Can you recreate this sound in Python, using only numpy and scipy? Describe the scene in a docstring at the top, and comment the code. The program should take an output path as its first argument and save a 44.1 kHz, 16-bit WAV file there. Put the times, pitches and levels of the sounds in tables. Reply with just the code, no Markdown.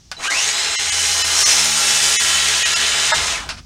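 """A cordless circular saw trims a board in an open wooden shed with a tin roof.
Noise bursts, one per tooth, make the rasp and excite the blade's modes; tones locked to the speed make
motor whine, hum and buzz. The speed climbs, sags in the cut and falls under the brake.
Decaying noise makes the clacks of trigger, gears and brake, and a few wavering tones a short knock.
Shaped noise is the air on the microphone and the outdoor hiss; in brief dips the roar yields to clear tones."""
import sys
import numpy as np
from scipy import signal
from scipy.fft import rfft, irfft
from scipy.io import wavfile
from scipy.ndimage import map_coordinates

SR = 44100
rng = np.random.default_rng(int(sys.argv[2]) if len(sys.argv) > 2 else 0)


def log_audio(samples):
    """Write samples as a 16-bit WAV file to the path given in sys.argv[1]."""
    # one column per channel
    frames = np.atleast_2d(samples).T
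    # limit to full scale, then quantise
    limited = np.clip(frames, -1, 1)
    pcm = np.round(limited * 32767).astype(np.int16)
    wavfile.write(sys.argv[1], SR, pcm)


N = 160965
TIME = np.arange(N) / SR
WHINE_JITTER, WHINE_FLICKER_DB = .0022, 2.5  # rms share of the pitch; scale of the level flicker


def from_db(db):
    """Level to amplitude: 20 dB is a factor of ten."""
    return 10 ** (np.asarray(db) / 20)


def rms_one(x):
    """Normalization to unit mean power."""
    return x / np.sqrt(np.mean(x ** 2) + 1e-20)


def in_time(rows):
    """Linear interpolation of each column of a curve at every sample."""
    s, *columns = np.transpose(rows)
    return [np.interp(TIME, s, column) for column in columns]


def coloured(x, points):
    """Linear filtering: a spectral envelope, straight in dB over log frequency; unit power."""
    hz, db = np.transpose(points)
    bins = np.maximum(np.arange(N // 2 + 1) * SR / N, 1)
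    envelope = from_db(np.interp(np.log(bins), np.log(hz), db))
    return rms_one(irfft(rfft(x) * envelope, N))


def noise(points):
    """Stationary Gaussian noise with a spectral envelope; unit power."""
    return coloured(rng.standard_normal(N), points)


def drift(rate):
    """Low-pass random fluctuation: two equal poles at rate (Hz), unit power."""
    r = np.exp(-2 * np.pi * rate * 10 / SR)  # computed at every tenth sample
    start = rng.standard_normal((N + SR) // 10 + 2)
    slow = signal.lfilter([1], [1, -2 * r, r * r], start)[SR // 10:]  # skip the filter's onset
    return rms_one(np.interp(np.arange(N) / 10, np.arange(len(slow)), slow))


def resonance(x, hz, width_hz):
    """A damped mode: a two-pole resonator driven by x; unit power."""
    r = np.exp(-np.pi * width_hz / SR)
    poles = [1, -2 * r * np.cos(2 * np.pi * hz / SR), r * r]
    return rms_one(signal.lfilter([1, 0, -1], poles, x))


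def dying(s, t60):
    """Exponential decay after a sudden start: 60 dB in t60 seconds."""
    return (TIME >= s) * np.exp(-np.log(1000) * np.maximum(TIME - s, 0) / t60)


def tone(hz):
    """Frequency modulation: the phase is the integral of the pitch curve."""
    return np.sqrt(2) * np.sin(2 * np.pi * (np.cumsum(hz) / SR + rng.random()))


def outdoors():
    """Stationary broadband noise: the steady hiss of the surroundings."""
    # spectrum of the hiss: pitch_hz, density_db (relative, per Hz)
    colour = [(88, -39), (150, 11), (221, -35), (350, -23), (850, -12), (991, -16), (2360, -17), (5840, -5),
              (15000, -41)]
    return from_db(-53) * noise(colour)


def buffeting():
    """Turbulent pressure on the microphone: low noise of varying level."""
    # strength of the air: start_s, level_db
    levels = [(0, -51), (.12, -49), (.25, -56), (.45, -48.5), (1.0, -50), (3.1, -50.5), (3.18, -36),
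              (3.35, -43), (3.5, -38), (3.65, -43)]
    # spectrum of the air: pitch_hz, density_db (relative, per Hz)
    colour = [(15, -27), (30, 2), (50, 10), (100, 2), (160, -0.5), (300, -8.5), (1000, -41.5)]
    return from_db(in_time(levels)[0]) * noise(colour)


def shed(x):
    """Reverberation: direct sound plus a decaying wash of reflections from posts and roof."""
    delay_s, t60_s, wash_db = .003, .16, -2.5
    wash = rng.standard_normal(N) * dying(delay_s, t60_s)
    reflected = signal.fftconvolve(x, wash / np.linalg.norm(wash))[:N]
    return x + from_db(wash_db) * reflected


def clacks():
    """Impact excitation: trigger, gear slack and brake rattle the housing, which decays."""
    # impacts of trigger, gears and brake: start_s, level_db, t60_s
    impacts = [(0.1149, -26, 0.066), (.168, -49, 0.08), (3.49, -23.5, 0.13), (3.504, -31, 0.053)]
    # spectrum of the housing: pitch_hz, density_db (relative, per Hz)
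    colour = [(200, -33), (600, -2.5), (1000, -1), (1430, 2.5), (1950, -3), (2600, 2), (3400, -3.5),
              (5200, 0.5), (7000, -10), (10000, -15), (16000, -71)]
    tail_db, tail_t60_s = -11, .32  # tail relative to each impact
    settle_s, settle_length_s, settle_db = 3.587, .015, -41
    level = 0
    for s, db, t60 in impacts:
        decay = dying(s, t60) + from_db(tail_db) * dying(s, tail_t60_s)
        level = level + from_db(db) * decay
    # a soft rattle as the blade settles
    level = level + from_db(settle_db) * np.exp(-((TIME - settle_s) / settle_length_s) ** 2)

    trigger_s = impacts[0][0]
    # the handle's hollow ring
    hollow = resonance(rng.standard_normal(N), 1480, width_hz=220)
    handle = from_db(-28) * dying(trigger_s, t60=.096) * hollow
    # the switch snaps over: two resonators in series
    crack = resonance(rng.standard_normal(N), 5300, width_hz=2500)
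    crack = resonance(crack, 5300, width_hz=2500)
    snap = from_db(-22) * dying(trigger_s, t60=.014) * crack
    # the gears take up their slack
    ping = from_db(-31) * dying(.167, t60=.22) * np.sin(2 * np.pi * 3970 * TIME)
    return level * noise(colour) + handle + ping + snap


def knock():
    """Sum of wavering tones: a short knock, held briefly, then dying fast."""
    # tones of the knock: pitch_hz, level_db (relative)
    partials = [(635, -8), (925, -5.5), (1290, -5.5), (1500, -7.5), (1670, -4), (1880, -10)]
    start_s, attack_s, hold_s, t60_s = 3.117, .004, .019, .055  # hold counts from the start
    level_db, jitter = -15, .018  # jitter is the rms share of the pitch
    attack = np.clip((TIME - start_s) / attack_s, 0, 1)
    level = attack * np.exp(-np.log(1000) * np.maximum(TIME - start_s - hold_s, 0) / t60_s)
    tones = sum(from_db(level_db + db) * tone(hz * (1 + jitter * drift(92.5))) for hz, db in partials)
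    return level * tones


def blade_speed():
    """Rotational kinematics: the speed climbs, sags under load and falls under the brake."""
    # speed while running up: start_s, speed_turns_per_s
    run_up = [(.165, 1), (.21, 14.5), (.25, 26.4), (.28, 33), (.31, 43), (.37, 57.7), (.4, 62.6),
              (.45, 69.5)]
    # speed while cutting: start_s, speed_turns_per_s
    cutting = [(.5, 73.5), (.55, 76.3), (.66, 79.4), (.79, 80.7), (1.11, 80.9), (1.38, 79.8), (1.7, 77.3),
               (1.83, 75.1), (1.95, 74.8), (2.14, 73.5), (2.27, 71.5), (2.42, 71.3), (2.6, 72.6),
               (2.8, 74.6), (3.03, 76.5), (3.29, 79.5)]
    # speed while braking: start_s, speed_turns_per_s
    braking = [(3.31, 73.6), (3.345, 55), (3.41, 30), (3.485, 1)]
    return in_time(list(run_up) + list(cutting) + list(braking))[0]


def hum(speed, waver_db):
    """Forced vibration: the blade shakes the board once a turn, with harmonics of its rotation."""
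    # overtones of the shaking: multiple_of_blade_speed, level_db (relative)
    harmonics = [(2, -45), (3, -45), (4, -53), (5, -54), (6, -48), (8, -45), (9, -55), (11, -59),
                 (12, -42.5)]
    # strength of the shaking: start_s, fundamental_db, overtone_gain_db
    levels = [(.3, -53, -13), (.72, -56, -13.5), (.9, -41, -8.5), (1.3, -40, -8.5), (1.6, -45, -1),
              (2.05, -46.5, -3.5), (2.45, -41.5, -5.5), (2.7, -45, -4.5), (3.05, -46, -4.5),
              (3.3, -39, -11), (3.48, -89, -8)]
    first, upper = in_time(levels)
    overtones = 0
    for k, db in harmonics:
        wavering = from_db(db + waver_db * np.tanh(drift(10)))
        overtones = overtones + wavering * tone(k * speed)
    return from_db(first) * tone(speed) + from_db(upper) * overtones


def buzz(speed):
    """Order-locked partials: deep in the cut the loaded saw buzzes at multiples of its speed."""
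    # partials of the buzz: multiple_of_blade_speed, level_db (relative)
    orders = [(18.7, -40), (23.7, -40), (35.7, -39), (37.5, -38), (45.7, -36), (47.7, -39), (75.8, -40),
              (85.4, -39), (90.3, -39), (92.4, -38), (109.2, -43)]
    # strength of the buzz: start_s, gain_db
    levels = [(.2, -33.5), (1.4, -12), (1.85, -2), (2.3, -0.5), (2.8, -1), (3.15, 0.5), (3.45, -39)]
    partials = 0
    for k, db in orders:
        flickering = from_db(db + WHINE_FLICKER_DB * drift(36))
        partials = partials + flickering * tone(k * speed * (1 + WHINE_JITTER * drift(30)))
    return partials * from_db(in_time(levels)[0])


def motor(speed):
    """Rotating machinery: armature and fan whine at multiples of motor speed; gears howl under torque."""
    # armature whine: multiple_of_motor_speed, level_db (relative)
    orders = [(1, -47.5), (2, -65), (5, -41), (7, -52.5), (8, -49), (11, -40.5), (13, -32), (15, -43.5),
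              (18, -41), (20, -42.5), (22, -53)]
    # strength of the whine: start_s, gain_db
    whine_levels = [(.17, -25), (.45, -7), (.62, 2.5), (.75, 0.5), (.9, -3.5), (1.3, -1.5), (1.55, -1),
                    (2.4, -2.5), (3.05, -1.5), (3.3, -4), (3.48, -26)]
    # gear howl, speeding up or braking: start_s, level_db, octave_level_db
    howl_levels = [(.17, -56, -46), (.26, -29, -26), (.33, -23, -31), (.38, -24.5, -25), (.46, -42, -26.5),
                   (.54, -60, -46), (3.26, -55, -46), (3.31, -29, -33), (3.35, -26, -38), (3.419, -37, -48),
                   (3.48, -60, -58)]
    # whistle of the cooling fan: start_s, level_db
    fan_levels = [(.17, -65), (.46, -38), (.56, -30.5), (.72, -30), (.95, -37), (1.1, -33), (1.36, -29),
                  (1.5, -48), (1.74, -30), (1.9, -37), (2.6, -38), (3.03, -31), (3.2, -34), (3.48, -65)]
    gear_ratio, pinion_teeth, fan_blades = 5.06, 9, 10
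    howl_width_hz = 110  # rate of the random modulation; doubled for the octave

    hz = gear_ratio * speed * (1 + WHINE_JITTER * drift(37.1))
    whine = 0
    for k, db in orders:
        flickering = from_db(db + WHINE_FLICKER_DB * np.tanh(drift(25)))
        whine = whine + flickering * tone(k * hz)
    howl = 0
    for octave, level in zip((1, 2), in_time(howl_levels)):
        # random amplitude and phase roughen the tooth-meshing tone
        grind = drift(howl_width_hz * octave) + 1j * drift(howl_width_hz * octave)
        meshing = np.exp(2j * np.pi * octave * pinion_teeth * np.cumsum(hz) / SR)
        howl = howl + from_db(level) * np.real(grind * meshing)
    fan_level = from_db(in_time(fan_levels)[0] + WHINE_FLICKER_DB * np.tanh(drift(30)))
    fan = fan_level * tone(fan_blades * hz)
    return whine * from_db(in_time(whine_levels)[0]) + fan + shed(howl)


def bites(speed):
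    """Periodically modulated noise: each tooth tears a chip, partly alike on every turn."""
    teeth_count, bite_share, decay = 18, .4, .25  # decay in tooth spacings
    tooth_spread_db, chip_spread_db, wobble_db = 2, 4, 2.5  # the spreads scale the draws below
    repeat_share = .25  # share of the tearing's power that is the same on every turn

    turns = np.cumsum(speed) / SR
    tooth, since = np.divmod(turns * teeth_count, 1)
    tooth = tooth.astype(int)
    db = tooth_spread_db * rng.uniform(-0.63, 1, teeth_count)[tooth % teeth_count]
    db = db + chip_spread_db * rng.uniform(-1.1, 1, N)[tooth]
    db = db + wobble_db * np.sin(2 * np.pi * turns)
    bursts = rms_one(from_db(db) * np.exp(-since / decay))

    rim = rng.standard_normal(size=560)  # noise written once around the rim
    repeating = map_coordinates(rim, [turns % 1 * len(rim)], mode="wrap")
    repeating = repeating * np.sqrt(speed / speed.max())
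    fresh = rng.standard_normal(N)
    tearing = np.sqrt(repeat_share) * repeating + np.sqrt(1 - repeat_share) * fresh
    return tearing * np.sqrt(1 - bite_share + bite_share * bursts ** 2)


def blade(teeth):
    """Modal resonance: modes swell and fade as the kerf grips another part; the blade screeches as it binds."""
    # modes of the steel blade: pitch_hz, level_db (before flicker and speed), loudest_s, half_length_s
    modes = [(822.5, -41, 1.08, 0.77), (1367, -37, 2.3, 1.1), (1702, -36.5, 2.9, .3),
             (1894, -35.5, 2.7, 0.56), (2620, -38, 1.9, .5), (2982, -27.5, 1.15, .17),
             (3043, -27, 2.45, 0.46), (3192, -39, 2.57, 0.34), (3429, -34, 2.1, 0.39),
             (3850, -41, 2.3, 0.32), (4077, -38.5, 1.3, 0.65), (5013, -32, 1.2, 0.275),
             (5127, -29, 1.6, 0.237), (5470, -32, 1.6, 0.46), (5780, -32.5, 1.3, .3),
             (6047, -40.5, 1.5, 0.55), (6220, -38.5, 1.4, 0.18), (6614, -36, .9, .9),
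             (6870, -32.5, 1.7, .3), (7655, -32, 0.56, 0.193), (8183, -38, 1.3, .7), (8380, -33.5, 2.1, .4)]
    rest_db, flicker_db = -17.5, 1.2  # floor of each swell; largest level flicker
    bind_s, bind_length_s, bind_hz, bind_db = 1.505, .04, 5800, -19
    ring = 0
    for hz, db, s, half in modes:
        swell = np.maximum(np.exp(-((TIME - s) / half) ** 2 / 2), from_db(rest_db))
        level = from_db(db + flicker_db * np.tanh(drift(6))) * swell
        ring = ring + level * resonance(teeth, hz, width_hz=16)
    screech = resonance(teeth, bind_hz, width_hz=1300)
    screech = resonance(screech, bind_hz, width_hz=1300)
    return ring + screech * from_db(bind_db) / (1 + ((TIME - bind_s) / bind_length_s) ** 2)


def rasp(teeth, flutter_db):
    """Broadband fracture noise: tearing in three fluttering ranges, with sawdust sizzling on top."""
    # strength of the tearing before the trims below: start_s, low_db, mid_db, treble_db
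    levels = [(.17, -56, -44, -53), (.235, -32.5, -26.5, -25.5), (.33, -29, -27, -23),
              (0.422, -34, -21.5, -20), (.6, -33, -22.5, -24.5), (0.861, -35, -21.5, -23),
              (0.999, -36, -21.5, -18.5), (1.301, -30, -23, -21), (1.481, -30, -18, -13),
              (1.7, -32.5, -21, -18), (2.05, -31, -20.5, -15.5), (2.499, -33, -19, -18.5),
              (3.05, -30.5, -19.5, -19.5), (3.2, -28.5, -22, -21.5), (3.31, -31, -23, -21.5),
              (3.41, -37, -34, -36.5), (3.48, -40, -42, -47)]
    # spectrum of the tearing: pitch_hz, gain_db (relative)
    colour = [(200, -15), (310, -18), (430, -9.5), (530, -14), (680, -5.5), (850, -9.5), (1400, -2.5),
              (2100, 2.5), (3200, 0.5), (4400, 0.5), (6700, 1), (8000, -5), (9600, -7), (10600, -25),
              (13000, -22), (16000, -54)]
    # strength of the flying sawdust: start_s, level_db
    sizzle_levels = [(.17, -66), (.35, -57.5), (.8, -70), (1.05, -47.5), (1.5, -39.5), (2.15, -41),
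                     (2.6, -49), (3.1, -61), (3.48, -75)]
    # spectrum of the sawdust: pitch_hz, gain_db (relative)
    sizzle_colour = [(5000, -41), (9500, 4), (11000, 2), (12500, -2.5), (14000, -14), (16000, -9.5)]
    ranges_hz = [(230, 1400), (1400, 4500), (4500, 19000)]
    trims_db = (-3.5, -4, -4)
    source, out = coloured(teeth, colour), 0
    for edges, level, trim in zip(ranges_hz, in_time(levels), trims_db):
        bandpass = signal.butter(4, edges, "band", fs=SR, output="sos")
        band = rms_one(signal.sosfiltfilt(bandpass, source))
        out = out + band * from_db(level + trim + flutter_db * np.tanh(drift(17.7)))
    return out + coloured(teeth, sizzle_colour) * from_db(in_time(sizzle_levels)[0])


def dipping(roar):
    """Spectral peak resynthesis: in brief dips the roar falls away and some strong pitches stay as tones."""
    # dips of the roar: centre_s, half_length_s, depth (0 to 1), number_of_tones
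    dips = [(.292, .011, .75, 3), (.774, .018, .995, 17), (.912, .01, .8, 12), (1.234, .01, .8, 12),
            (1.447, .012, .85, 12), (2.182, .018, .995, 17), (2.644, .012, .8, 8), (2.75, .01, .75, 5),
            (3.13, .014, .8, 10)]
    ring_db, apart_hz, chance_db = -1.5, 110, 5  # chance shuffles the ranking of the peaks
    out, bins = roar, np.arange(N // 2 + 1) * SR / N
    for s, half, depth, tones in dips:
        shape = np.exp(-((TIME - s) / half) ** 4)
        strength = np.abs(rfft(roar * shape))
        peaks = signal.find_peaks(strength, distance=apart_hz * N / SR)[0]
        rank = strength[peaks] * from_db(chance_db * rng.standard_normal(N)[peaks])
        chosen = peaks[np.argsort(-rank)[:tones]]
        ring = sum(strength[k] * np.sin(2 * np.pi * (bins[k] * TIME + rng.random())) for k in chosen)
        level = from_db(ring_db) * np.sqrt(np.average(roar ** 2, weights=shape))
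        left = 1 - depth * shape
        # the tones fade in as the roar fades out
        out = out * left + level * rms_one(ring) * np.sqrt(1 - left ** 2)
    return out


def scene():
    """Superposition: saw in the shed, air and hiss, clacks and knock; the same in both channels."""
    start_s, stop_s, fade_s = .16, 3.485, .037  # the fade-out begins at the stop
    speed = blade_speed()
    fade_in = np.clip((TIME - start_s) / fade_s, 0, 1)
    running = fade_in * np.clip((stop_s - TIME) / fade_s + 1, 0, 1)
    teeth = bites(speed)
    ringing = blade(teeth) * np.sqrt(speed / speed.max())
    tearing = shed(running * rasp(teeth, flutter_db=1.47))
    saw = tearing + running * (hum(speed, waver_db=4.5) + ringing + motor(speed) + buzz(speed))
    air = buffeting() + outdoors()
    return np.tile(dipping(saw + air) + clacks() + knock(), (2, 1))


def record(dry):
    """Soft saturation rounds the highest peaks; a steep low-pass then cuts the top."""
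    ceiling = .85
    rounded = dry / (1 + (dry / ceiling) ** 8) ** (1 / 8)
    lowpass = signal.ellip(12, .1, 80, 15900, fs=SR, output="sos")  # ripple dB, rejection dB, cutoff Hz
    return signal.sosfilt(lowpass, rounded)


dry = scene()
out = record(dry)
log_audio(out)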